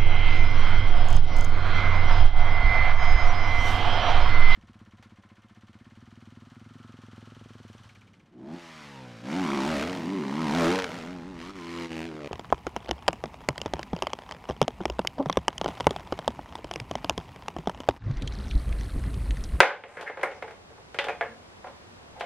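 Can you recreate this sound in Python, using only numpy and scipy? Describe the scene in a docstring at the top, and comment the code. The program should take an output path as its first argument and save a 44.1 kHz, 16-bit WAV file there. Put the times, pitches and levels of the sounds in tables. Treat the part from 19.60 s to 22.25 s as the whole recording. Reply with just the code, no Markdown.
"""In a small room, a long plastic speaker housing is turned over on a desk while a plug is worked at its socket.
Knocks and clicks are shaped pulses, scrapes are runs of tiny slips; both excite the housing's resonances.
Each is heard as a direct snap, three echoes, panel rattle and a short room tail, with soft bumps beside them.
The first knock overloads the recorder, whose gain then creeps back up over a low hum and hiss, kept as
shaped noise."""
import sys
import numpy as np
from scipy import signal
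from scipy.fft import rfft, irfft
from scipy.io import wavfile
from scipy.ndimage import uniform_filter1d

SR = 44100
rng = np.random.default_rng(int(sys.argv[2]) if len(sys.argv) > 2 else 0)


def output_pcm(signal):
    """Save a mono or channel-first signal as 16-bit PCM at the path in sys.argv[1].

    Samples are clipped to [-1, 1] before scaling.
    """
    pcm = np.clip(np.atleast_2d(signal).T, -1, 1) * 32767
    wavfile.write(sys.argv[1], SR, np.round(pcm).astype(np.int16))


N = 116865
TAIL = SR // 2   # length of every response, samples
HZ = np.maximum(np.arange(TAIL // 2 + 1) * SR / TAIL, 1)


def from_db(db):
    """Decibels to gain."""
    return 10 ** (np.asarray(db) / 20)


def at_hz(points, hz, axis=1):
    """Read a table column on a log-frequency axis."""
    table = np.array(points)
    return np.interp(np.log(hz), np.log(table[:, 0]), table[:, axis])


def add(track, s, sound):
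    """Mix a sound in at a time."""
    start = max(int(s * SR), 0)
    track[..., start:start + sound.shape[-1]] += sound[..., :N - start]


def die_away(t, t60_s):
    """Exponential decay that falls 60 dB in t60."""
    return np.exp(-np.log(1000) * t / t60_s)


def pulse(db):
    """The shortest causal pulse with a given spectrum: minimum phase, by folding the cepstrum."""
    cepstrum = irfft(np.log(from_db(db)), TAIL)
    cepstrum[1:TAIL // 2] *= 2
    cepstrum[TAIL // 2 + 1:] = 0
    return irfft(np.exp(rfft(cepstrum)), TAIL)


# contacts with the housing, and a strong wall return some 25 ms after a hard knock (0.031, 1.633): [t/s, #
# relative level/dB, then colour on top of it: thud/dB, hollow/dB, crack/dB, tick/dB]
KNOCKS = [(.0035, 9.5, -5.5, 4.5, 5.5, -2.5), (.005, 15.5, -5, -7, 4.5, 0.5), (.0085, -1, 13, 5, -8, -14),
          (0.031, 10, -12, -8.5, -4, -14), (.046, 2.5, -7, -2, -10, -16), (.105, -7.5, -16, 2, -14, -20),
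          (0.238, -14.5, 1, -6, 3.5, -26), (0.3708, -15, 2.5, -11, -6, -4), (.411, -20, 4.5, 1, 10.5, 9.5),
          (.428, -23.5, 9.5, 8, 8, 6), (0.499, -22.5, 11, 8.5, 6.5, -12), (0.5726, -19.5, 5.5, 0.5, -2, -9),
          (0.595, -24, 7, 3.5, 2, -5), (0.613, -22.5, -3, 1, 8, -2), (0.6317, -10, -3.5, -6.5, -5, 6.5),
          (0.6337, -3, 0, 0, -5.5, -7), (0.713, -25.5, 9.5, -8, 7, -4), (0.8244, -15.5, 3.5, -1, -0.5, -6),
          (.909, -28, 8, 1, 4, 3), (1.1042, -44, 16.5, 11.5, -0.5, 11), (1.1799, -42.5, 13, 10, 4, 1),
          (1.345, -22.5, 4, -1, 6.5, 3.5), (1.388, -5.5, -3.5, -9, 11, -4.5), (1.4423, -18, -2, -0.5, 7, 5),
          (1.469, -28, 10.5, 12.5, 11, -2), (1.4852, -12.5, 1.5, -6, 0.5, -3.5),
          (1.4957, -17.5, 5, 3, 3.5, -3), (1.61, -8.5, -3, -3, -4, -12), (1.633, -23.5, 9.5, 2, -18, -9),
          (2.044, -32, 6, 13, -2, -6), (2.071, -33.5, 6, 7, 8, -1), (2.5981, -39, -8, -5, 21.5, 20.5),
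          (2.609, -18, 2, 2, 10, -3)]
# centres of thud, hollow, a neutral point, crack and tick: [f/Hz]
COLOUR_HZ = (450, 850, 2100, 3100, 9000)
# panel modes favoured by the spot where a knock lands: [t of the knock/s, f/Hz, lift/dB]
FAVOURED = [(.004, 1003, 7.5), (.004, 1533, 10.5), (.634, 2210, 7), (.824, 2050, 2), (1.388, 1985, 6.5),
            (1.388, 833, 10.5), (1.4415, 3480, 9), (1.485, 764, 13.5), (1.485, 2490, 11.5),
            (1.61, 683, 11.5), (1.61, 1700, 7), (1.61, 2190, 5), (1.61, 3330, 9), (2.609, 690, 10)]
FAVOURED_WIDTH = 0.068   # share of the mode's frequency
SAME_KNOCK_S = .005      # a favoured mode joins any knock this close in time


def knock(s, level_db, thud_db, hollow_db, crack_db, tick_db):
    """One contact: a short pulse coloured by how and where it lands, with any panel modes it favours."""
    bands_db = [thud_db, hollow_db, 0, crack_db, tick_db]
    colour = np.interp(np.log(HZ), np.log(COLOUR_HZ), bands_db)
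    modes = 0
    for at, hz, lift_db in FAVOURED:
        if abs(at - s) < SAME_KNOCK_S:
            modes = modes + lift_db / (1 + (2 * (HZ / hz - 1) / FAVOURED_WIDTH) ** 2)
    return pulse(level_db + colour + modes + shell())


# slides of the shell, cable and fingers: [t/s, length/s, relative level/dB, squeak f/Hz, squeak lift/dB]
SCRAPES = [(0.274, 0.101, -37.5, 8000, 12.5), (0.361, 0.056, -28, 1680, 6), (0.456, 0.033, -31, 1940, 15),
           (0.688, 0.11, -42.5, 6000, 13), (0.869, 0.041, -37.5, 550, 1), (2.06, 0.034, -43.5, 940, 11.5),
           (2.548, 0.039, -42, 800, 14)]
SLIPS_PER_S, SLIP_SPREAD_DB = 650, 4.5
SQUEAK_OCTAVES, SCRAPE_EDGE_S = 0.45, 0.0095   # squeak breadth; fade at either end


def scrape(length_s, level_db, squeak_hz, squeak_db):
    """Stick and slip: a run of small uneven slips with one favoured pitch."""
    t = np.arange(int(length_s * SR)) / SR
    chance = rng.random(TAIL)[:len(t)]
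    size = rng.standard_normal((2, TAIL))[:, :len(t)]
    slips = (chance < SLIPS_PER_S / SR) * np.sign(size[0]) * from_db(SLIP_SPREAD_DB * size[1])
    slips *= np.clip(np.minimum(t, length_s - t) / SCRAPE_EDGE_S, 0, 1)
    squeak = squeak_db * np.exp(-(np.log2(HZ / squeak_hz) / SQUEAK_OCTAVES) ** 2)
    return signal.fftconvolve(slips, pulse(level_db + squeak + shell())) / 2


# broad colour of an ordinary contact: [f/Hz, level/dB]
CONTACT = [(60, -37.5), (200, -17), (300, -11.5), (430, -2.5), (800, -1.5), (1200, 0.5), (2300, -2),
           (2850, -10.5), (3500, -15), (4200, -20.5), (6500, -28), (10000, -32.5), (13500, -43)]
# resonances of the housing: [f/Hz, lift before spread/dB, width/Hz]
SHELL = [(355, 5, 99), (450.2, 7, 41), (518, 10, 80), (575, 8.5, 37), (725, 8.5, 63), (847, 8, 127),
         (1029, 5.5, 18.4), (1417, 3.5, 64), (1606, 5.5, 16), (1685, 3.5, 290), (2115, 3.5, 120)]
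MODE_SPREAD_DB = 1.5


def shell():
    """Colour of a contact in dB; each contact favours the housing's resonances a little differently."""
    hz, lift_db, width = np.transpose(SHELL)
    lifts = lift_db + MODE_SPREAD_DB * rng.standard_normal(len(hz))
    peaks = 1 / (1 + (2 * (HZ[:, None] - hz) / width) ** 2)
    return at_hz(CONTACT, HZ) + peaks @ lifts


# soft bumps of hand and cable: [t/s, level before the envelope/dB, f/Hz, t60/s]
BUMPS = [(0.378, -39, 168, 0.14), (1.681, -44, 225.8, 0.31)]
BUMP_RISE_S = 0.013


def soft_handling():
    """Dull bumps: low sines that swell briefly and die away."""
    t, out = np.arange(TAIL) / SR, np.zeros(N)
    for s, db, hz, t60 in BUMPS:
        swell = (1 - np.exp(-t / BUMP_RISE_S)) * die_away(t, t60)
        add(out, s, from_db(db) * swell * np.sin(2 * np.pi * hz * t))
    return out


RATTLE_T60_S, RATTLE_GRAIN_DB = 0.079, 6   # decay; unevenness of the reflections


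def rattle():
    """Waves bouncing inside the panels: a quickly dying spray of uneven reflections, unit energy."""
    size = rng.standard_normal((2, TAIL))
    grains = np.sign(size[0]) * from_db(RATTLE_GRAIN_DB * size[1])
    spray = grains * die_away(np.arange(TAIL) / SR, RATTLE_T60_S)
    return spray / np.sqrt(np.sum(spray ** 2))


# how long the room rings: [f/Hz, t60/s]
ROOM_T60 = [(600, 0.33), (1800, 0.27), (4000, 0.32), (10000, 0.2)]
ROOM_ONSET_S = 0.0069


def room_tail():
    """Crowded room resonances: half-octave noise bands, each dying at its own rate; flat spectrum overall."""
    t, out = np.arange(TAIL) / SR, 0
    edges = 60 * 2 ** (np.arange(17) / 2)
    white = rfft(rng.standard_normal(TAIL))
    for low, high in zip(edges, edges[1:]):
        band = irfft(white * (HZ >= low) * (HZ < high), TAIL)
        t60 = at_hz(ROOM_T60, np.sqrt(low * high))
        band *= die_away(t, t60) * (1 - np.exp(-t / ROOM_ONSET_S))
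        share = (high - low) / (SR / 2)   # energy in proportion to bandwidth
        out = out + band * np.sqrt(share / np.sum(band ** 2))
    return out


RATTLE_DB, ROOM_DB = 16, 13   # balance against the direct snap
DULL_HZ = 6000                # reflections lose their treble above this


def diffuse():
    """Panel rattle and the room's tail together, both duller than the direct snap."""
    tail = from_db(RATTLE_DB) * rattle() + from_db(ROOM_DB) * room_tail()
    r = np.exp(-2 * np.pi * DULL_HZ / SR)
    return signal.lfilter([1 - r], [1, -r], tail)


HOUSING_DB, EVEN_OVER_HZ = 21, 220   # loudness of the response; breadth of the levelling


def evened(response):
    """Level a response's broad colour, which the contact supplies, and keep its fine resonances."""
    width = max(int(EVEN_OVER_HZ * TAIL / SR), 1)
    power = uniform_filter1d(np.abs(rfft(response)) ** 2, width)
    leveller = pulse(HOUSING_DB - 10 * np.log10(power + 1e-18))
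    return signal.fftconvolve(response, leveller)[:TAIL]


# desk, screen and wall: [nominal delay t/s, strength against the snap, treble edge f/Hz]
ECHOES = [(.0029, 1, 9000), (.0066, 0.32, 4000), (0.0248, 0.18, 1800)]


def path(scatter, snap_db):
    """From one spot to the microphone: the direct snap, duller echoes and the diffuse tail."""
    response = scatter.copy()
    response[0] += from_db(snap_db)
    for delay_s, strength, edge_hz in ECHOES:
        r = np.exp(-2 * np.pi * edge_hz / SR)
        smear = (1 - r) * r ** np.arange(64)
        varied_s = delay_s * (1 + .1 * rng.uniform(-1, 1))
        add(response, varied_s, strength * from_db(snap_db) * smear)
    return evened(response)


# stereo spread of the handling: [f/Hz, side minus mid level/dB]
WIDTH = [(100, -15), (500, -29), (1200, -15.5), (2500, -17.5), (4500, -1), (8000, 0.5), (12000, 4.5)]


def spread(sideways):
    """Set how wide the handling sounds at each frequency."""
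    return signal.fftconvolve(sideways, pulse(at_hz(WIDTH, HZ)))[:N]


# room hum and hiss: [f/Hz, relative mid level/dB, relative side level/dB]
FLOOR = [(25, -15, -23), (69.9, -2, -28), (93, -1.5, -17), (125, -5, -9), (493.4, -8, -8),
         (940, -10.5, -10), (2120, -19.5, -14.5), (4920, -26, -21), (8980, -34.5, -30),
         (12700, -45.5, -35.5)]
FLOOR_DB = -32.5   # shifts both columns


def floor():
    """Steady hum and hiss: white noise shaped by frequency, as mid and side."""
    hz = np.maximum(np.arange(N // 2 + 1) * SR / N, 1)
    gains = from_db([FLOOR_DB + at_hz(FLOOR, hz, axis=1), FLOOR_DB + at_hz(FLOOR, hz, axis=2)])
    return irfft(rfft(rng.standard_normal((2, N))) * gains, N)


SNAP_DB, SNAP_PER_DB = 13.5, 0.09   # direct sound; a louder contact is snappier


def scene():
    """Knocks and scrapes on the housing, heard through the room, with soft bumps, over the floor."""
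    handling, background, soft = np.zeros((2, N)), floor(), soft_handling()
    spots = [(diffuse(), evened(diffuse())) for _ in range(14)]
    sounds = [(s, db, knock(s, db, *colour)) for s, db, *colour in KNOCKS]
    sounds += [(s, db, scrape(length, db, *squeak)) for s, length, db, *squeak in SCRAPES]
    for k, (s, db, sound) in enumerate(sounds):
        scatter, sideways = spots[k % len(spots)]   # contacts take the spots in turn
        responses = [path(scatter, SNAP_DB + SNAP_PER_DB * db), sideways]
        add(handling, s, signal.fftconvolve(responses, sound[None], axes=1))
    mid = handling[0] + soft + background[0]
    side = spread(handling[1]) + background[1]
    return np.array([mid + side, mid - side])


LIMIT_DB, DETECTOR_S = -10, 0.0083    # gain drops above this level; averaging time
ATTACK_S, RELEASE_S = 0.0051, 0.54    # time constants
CUTOFF_HZ = 14000


def record(dry):
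    """Gain control with a slow release, soft overload, and the top cut off."""
    power = uniform_filter1d(np.mean(dry ** 2, axis=0), max(int(DETECTOR_S * SR), 1))
    over = np.maximum(10 * np.log10(np.abs(power) + 1e-18) - LIMIT_DB, 0)
    release = np.exp(-np.arange(N) / SR / RELEASE_S)
    held_db = np.maximum.accumulate(over / release) * release   # each peak holds, then decays
    r = np.exp(-1 / (ATTACK_S * SR))
    cut_db = signal.lfilter([1 - r], [1, -r], held_db)
    loud = np.tanh(dry * from_db(-cut_db))
    return signal.sosfilt(signal.cheby2(12, 50, CUTOFF_HZ, fs=SR, output="sos"), loud)


dry = scene()
out = record(dry)
output_pcm(out)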